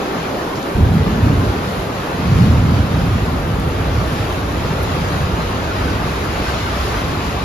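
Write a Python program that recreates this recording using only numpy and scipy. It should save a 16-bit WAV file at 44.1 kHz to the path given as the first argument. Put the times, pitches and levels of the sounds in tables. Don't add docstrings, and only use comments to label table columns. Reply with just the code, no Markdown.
import sys
import numpy as np
from scipy import signal
from scipy.fft import rfft, irfft, next_fast_len
from scipy.io import wavfile
from scipy.ndimage import uniform_filter1d, map_coordinates

SR = 44100
rng = np.random.default_rng(int(sys.argv[2]) if len(sys.argv) > 2 else 0)


def output_pcm(signal):
    pcm = np.clip(np.atleast_2d(signal).T, -1, 1) * 32767
    wavfile.write(sys.argv[1], SR, np.round(pcm).astype(np.int16))


N = 328104
TIME_S = np.arange(N) / SR


def amp(db):
    return 10 ** (np.asarray(db) / 20)


def unit(x):
    return x / np.sqrt(np.mean(x ** 2) + 1e-20)


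def along(points, hz):
    knots_hz, values = np.transpose(points)
    return np.interp(np.log(hz + 1), np.log(knots_hz + 1), values)


def wobble(rate_hz):
    knots = rng.standard_normal(int(N * rate_hz / SR) + 4)
    return map_coordinates(knots, [TIME_S * rate_hz])


def filtered(x, response):
    size = 2 * next_fast_len(N // 2 + SR // 4)
    return irfft(rfft(x, size) * response(np.fft.rfftfreq(size, 1 / SR)), size)[..., :N]


def band(x, pitch_hz, width):
    return filtered(x, lambda hz: np.exp(-.5 * (np.log((hz + 1) / pitch_hz) / width) ** 2))


def causal(gain):
    cepstrum = irfft(np.log(gain))
    half = len(cepstrum) // 2
    cepstrum[1:half] *= 2
    cepstrum[half + 1:] = 0
    return np.exp(rfft(cepstrum))


def impacts(rate_hz, spread_db):
    hits = rng.random((2, N)) < rate_hz / SR
    size = amp(spread_db * np.clip(rng.standard_normal((2, N)), -2.5, 2.5))
    return unit(hits * size * np.sign(rng.standard_normal((2, N))))


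# (frequency [Hz], correlation [-1..1])
CORRELATION = [(40, .998), (100, .99), (200, .96), (380, .84), (550, .55), (780, .38), (950, .15),
               (1130, .3), (1280, .05), (1500, .38), (1750, .42), (2900, .33), (3500, .05), (4700, .33),
               (5300, .1), (7100, .35), (7800, .95), (8900, .95), (10000, .5), (11100, .95), (13000, .95),
               (13800, .4), (14400, .9)]


def stereo(pair, spectrum):
    def response(hz):
        angle = np.arccos(along(CORRELATION, hz)) / 2
        return causal(amp(along(spectrum, hz))) * np.array([np.cos(angle), np.sin(angle)])
    mid, side = filtered(pair, response)
    return unit(np.array([mid + side, mid - side]))


def patchy(pair, depth_db):
    spectra = signal.stft(pair, nperseg=1024)[2]
    patches = uniform_filter1d(rng.standard_normal(spectra.shape[1:]), size=3, axis=0)
    patches = uniform_filter1d(patches, size=5, axis=1)
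    return signal.istft(spectra * amp(depth_db * unit(patches)), nperseg=1024)[1][:, :N]


# (time [s], level [dB])
WIND_LEVELS = [(0, -22.5), (.7, -23), (1.35, -22), (1.85, -24), (2.9, -24.5), (3.3, -24), (6.4, -24.5),
               (6.7, -29.5), (7.1, -23), (7.44, -29)]
# (frequency [Hz], density [dB])
WIND_SPECTRUM = [(25, -13), (60, -27), (110, -5), (190, -1.5), (260, 0), (330, -1), (420, -0.5), (550, -4),
                 (800, -6.5), (1300, -16), (2500, -30.5), (6000, -37.5)]


def wind():
    level_db = np.interp(TIME_S, *np.transpose(WIND_LEVELS))
    eddies_db = .45 * wobble(rate_hz=12)
    turbulence = patchy(rng.standard_normal((2, N)), depth_db=1)
    return amp(level_db + eddies_db) * stereo(turbulence, WIND_SPECTRUM)


# (peak time [s], extra rain [dB], extra spray [dB], half width [s])
RAIN_GUSTS = [(.1, 1.85, -3, .28), (1.17, 1.6, -1.5, .17), (1.52, 2.1, 0, 0.15), (1.74, 1.45, 2.9, .12),
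              (2.0, 1.3, -1, 0.13), (2.381, 3, 0.8, 0.24), (2.73, 1.7, .7, .13), (3.1, 1.5, 0, .25),
              (3.88, 1.65, .5, 0.13), (4.201, 2.5, 2.5, .22), (4.72, 2.5, 1, .21), (5.07, 3, 2, .2),
              (5.521, 3, -0.3, .25), (6.02, 3.5, 2.5, .27), (6.53, 5, 3, .23), (6.91, 4.5, 4, 0.18),
              (7.32, 3.5, 2, .23)]


def gusts(steepness=3):
    extra_db = np.zeros((2, N))
    for peak_s, rain_db, spray_db, half_width_s in RAIN_GUSTS:
        offset = np.minimum(np.abs((TIME_S - peak_s) / half_width_s), 10)
        extra_db += np.outer([rain_db, spray_db], np.exp(-offset ** steepness))
    return extra_db


# (frequency [Hz], density [dB])
DRUM_SPECTRUM = [(150, -11), (400, -3), (750, -1), (1000, 0), (1200, 0.5), (1580, -1.8), (1720, -6),
                 (2600, -12), (4000, -15.5), (8000, -55)]
SLAP_SPECTRUM = [(600, -34), (1700, -9), (2500, -0.5), (3400, -5), (4800, -6), (5800, -10), (7200, -11.5),
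                 (10000, -87)]
SPRAY_SPECTRUM = [(3000, -20), (6000, -4), (7200, -1.3), (7700, 2.6), (9000, 2.6), (10200, 2.4),
                  (11000, 1.3), (12500, -2.3), (13700, -4.5), (14300, -6.5), (14900, -20)]


def rain(gust_db, gust_spray_db, drum_db=-26.5, slap_db=-37, spray_db=-47):
    density = amp(gust_db - gust_db.mean())
    sheets = wobble(rate_hz=17)
    drum = stereo(patchy(impacts(9000 * density, spread_db=1.5), depth_db=2), DRUM_SPECTRUM)
    slap = stereo(patchy(impacts(9000 * density, spread_db=2), depth_db=2.5), SLAP_SPECTRUM)
    spray = stereo(impacts(14000 * density, spread_db=7), SPRAY_SPECTRUM)
    flurry_db = .6 * sheets + .7 * wobble(rate_hz=16)
    drum *= amp(drum_db + .36 * gust_db)
    slap *= amp(slap_db + gust_db + .55 * sheets)
    spray *= amp(spray_db + gust_spray_db + flurry_db)
    return drum + slap + spray


def patter(gust_db, level_db=-48, count=3000, pitch_hz=2700, scatter=.3, ring_cycles=6):
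    onset, pan = rng.random((2, count, 1))
    detune = np.exp(scatter * np.clip(rng.standard_normal((count, 1)), -2.3, 2.3))
    age_samples = np.arange(600)
    cycles = pitch_hz * detune * age_samples / SR
    taps = np.sin(2 * np.pi * cycles) * np.exp(-2 * cycles / ring_cycles)
    index = ((onset * N).astype(int) + age_samples).ravel()
    pan_gains = np.cos(pan * np.pi / 2), np.sin(pan * np.pi / 2)
    pair = [np.bincount(index, (taps * gain).ravel(), N)[:N] for gain in pan_gains]
    return amp(level_db + gust_db) * unit(np.array(pair))


# (time [s], peak [dB], pitch [Hz], t60 [s], bandwidth [ratio])
CLOSE_SOUNDS = [(.555, -26.5, 5150, 0.26, 0.21), (.628, -24, 5200, .025, 0.28),
                (2.4096, -32, 2900, .02, .2), (3.598, -29, 9500, .025, .28), (4.829, -26, 11000, .04, .17),
                (5.085, -28, 6300, .04, .16), (6.5427, -20, 3100, 0.022, .17)]


def swish_and_splashes():
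    out = np.zeros((2, N))
    for start_s, peak_db, pitch_hz, t60_s, width in CLOSE_SOUNDS:
        age_s = TIME_S - start_s
        envelope = (age_s >= 0) * amp(-60 * np.clip(age_s / t60_s, 0, 2))
        noise = rng.standard_normal(N) + .5 * rng.standard_normal((2, N))
        burst = band(envelope * noise, pitch_hz, width)
        out += amp(peak_db) * burst / np.abs(burst).max()
    return out


def swell(start_s, rise_s, hold_s, decay_db_per_s):
    age_s = TIME_S - start_s
    return np.clip(age_s / rise_s, 0, 1) * amp(-decay_db_per_s * np.maximum(age_s - rise_s - hold_s, 0))


def evened(x):
    power = uniform_filter1d(np.atleast_2d(x).mean(0) ** 2, size=3600)
    return x / np.sqrt(np.abs(power) + 1e-6)


# (frequency [Hz], density [dB])
BOOM_SPECTRUM = [(12, -50), (22, -33), (32, -24), (43, -16), (54, -9), (75, 0), (112, 0), (142, -5.5),
                 (175, -4), (205, -11), (270, -12), (315, -23), (500, -40), (900, -60), (3000, -100)]
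ROLL_SPECTRUM = [(12, -52), (22, -35), (32, -19), (43, -6), (54, -.5), (68, 1), (105, -2.5), (132, -8),
                 (160, -6), (212, -16), (260, -14), (320, -22), (900, -60), (3000, -100)]
# (start [s], level [dB], rise [s], hold [s], decay [dB/s], boom share of power [0..1],
# growl level [dB re peal], growl pitch [Hz])
THUNDER_PEALS = [(0.746, -13, 0.02, 0.095, 110, 0.24, -14.5, 215),
                 (0.888, -13.5, 0.02, 0.11, 170, 0.9, -5.5, 183),
                 (1.05, -19.5, 0.034, 0.13, 42, 0.7, -2.5, 213),
                 (1.21, -14.5, 0.03, 0.17, 130, 0.63, -11, 286),
                 (1.456, -17.5, 0.017, 0.02, 250, 0.9, -3.5, 130),
                 (1.544, -27, 0.02, 0.27, 30, 0.46, -5, 160), (2.1, -22, 0.12, 0.089, 40, 0.96, -0.5, 174),
                 (2.267, -11, 0.037, 0.3, 42, 0.91, -8, 183), (2.653, -17, 0.05, 0.095, 130, 0.65, -7, 256),
                 (2.88, -17, 0.08, 0.22, 50, 0.8, -10.5, 235), (3.435, -23, 0.067, 0.1, 61, 0.9, -4, 151),
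                 (3.758, -22.5, 0.04, 0.23, 125, 0.03, -7, 115),
                 (4.626, -31, 0.044, 0.47, 21, 0.7, 4.5, 157), (5.074, -31, 0.068, 0.16, 100, 0, -0.5, 168),
                 (5.76, -21.5, 0.046, 0.1, 47, 0.2, -8, 280), (6.1, -26.5, 0.48, 0.88, 2, 0, -9.5, 253)]


def thunder(far_storm_db=-35.5, long_roll_db=-21):
    long_roll = amp(long_roll_db) * swell(start_s=2.33, rise_s=1, hold_s=0, decay_db_per_s=1.03)
    roll_power = amp(far_storm_db) ** 2 + long_roll ** 2
    boom_power = np.zeros(N)
    for start_s, level_db, rise_s, hold_s, decay_db_per_s, boom_share, _, _ in THUNDER_PEALS:
        peal_power = (amp(level_db) * swell(start_s, rise_s, hold_s, decay_db_per_s)) ** 2
        boom_power += boom_share * peal_power
        roll_power += (1 - boom_share) * peal_power
    power = boom_power + roll_power
    boom = stereo(impacts(rate_hz=810, spread_db=2), BOOM_SPECTRUM)
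    roll = stereo(impacts(rate_hz=1500, spread_db=.5), ROLL_SPECTRUM)
    blend = np.sqrt(boom_power / power) * boom + np.sqrt(roll_power / power) * roll
    return np.sqrt(power) * evened(blend)


def growls():
    shocks = impacts(rate_hz=600, spread_db=3)[0]
    out = np.zeros(N)
    for start_s, level_db, rise_s, hold_s, decay_db_per_s, _, growl_db, pitch_hz in THUNDER_PEALS:
        growl = evened(unit(band(shocks, pitch_hz, width=.18)))
        out += amp(level_db + growl_db) * swell(start_s, rise_s, hold_s, decay_db_per_s) * growl
    return out


# (time [s], envelope peak [dB], pitch [Hz])
HEAVY_SHOCKS = [(.836, -2, 81.4), (0.943, -8.5, 149), (1.026, -4, 108), (1.239, -4, 94), (1.302, -6, 126),
                (1.359, -7, 93), (1.4, -7, 107), (1.499, -7.5, 82), (2.299, -8, 101), (2.331, -6, 102),
                (2.367, -8, 83), (2.429, -3.5, 132), (2.505, -3, 95), (2.553, -4.5, 108), (2.602, -3.5, 88),
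                (2.641, -5.5, 108), (2.703, -10, 108), (2.771, -7, 142), (2.811, -6, 99), (2.945, -8, 116),
                (3.125, -10, 108), (3.677, -9, 134), (3.809, -12, 88), (3.96, -11, 85), (3.988, -7.5, 101),
                (4.209, -11.5, 97), (4.334, -13, 83.5), (4.584, -13, 88.5), (4.711, -10.5, 160),
                (4.834, -10.5, 78), (4.925, -13.5, 85), (5.243, -11.5, 95), (5.341, -11.5, 77),
                (6.806, -13, 67)]


def thumps(rumble, width_cycles=1.44, takeover=.56):
    out = rumble.copy()
    for time_s, peak_db, pitch_hz in HEAVY_SHOCKS:
        cycles = (TIME_S - time_s) * pitch_hz
        near = np.abs(cycles) < 2 * width_cycles
        bell = 2 ** -((2 * cycles[near] / width_cycles) ** 2)
        out[:, near] *= 1 - takeover * np.sqrt(bell)
        out[:, near] += amp(peak_db) * bell * np.sin(2 * np.pi * (cycles[near] + rng.random()))
    return out


def scene():
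    gust_db, spray_db = gusts()
    rumble = thunder() + growls()
    return thumps(rumble) + wind() + rain(gust_db, spray_db) + patter(gust_db) + swish_and_splashes()


# (frequency [Hz], left minus right [dB])
MIC_BALANCE = [(100, -1.3), (500, 0), (850, 1.2), (1200, .8), (1600, -3.4), (1720, 4.8), (2550, -.2),
               (3400, 2), (4900, 4.8), (7000, 0.5), (9000, 0)]
# (frequency [Hz], left lead [rad])
MIC_PHASE = [(30, .04), (100, .15), (180, .3), (550, .22), (780, .9), (1130, .27), (1280, -.8),
             (1450, -2.5), (1620, -2.4), (1720, .1), (2500, .3), (2950, 1.3), (4100, .3), (4700, .8),
             (6000, -1.4), (7200, -1.6), (7800, -3), (8900, -3.3), (11100, -6.2), (13000, -6.4),
             (14400, -9.3)]


def record(dry, ceiling=.9, cutoff_hz=14860):
    sides = np.array([[.5], [-.5]])

    def response(hz):
        return amp(along(MIC_BALANCE, hz) * sides) * np.exp(1j * along(MIC_PHASE, hz) * sides)
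    coloured = filtered(dry, response)
    clipped = coloured / (1 + np.abs(coloured / ceiling) ** 10) ** (1 / 10)
    return filtered(clipped, lambda hz: hz < cutoff_hz)


dry = scene()
out = record(dry)
output_pcm(out)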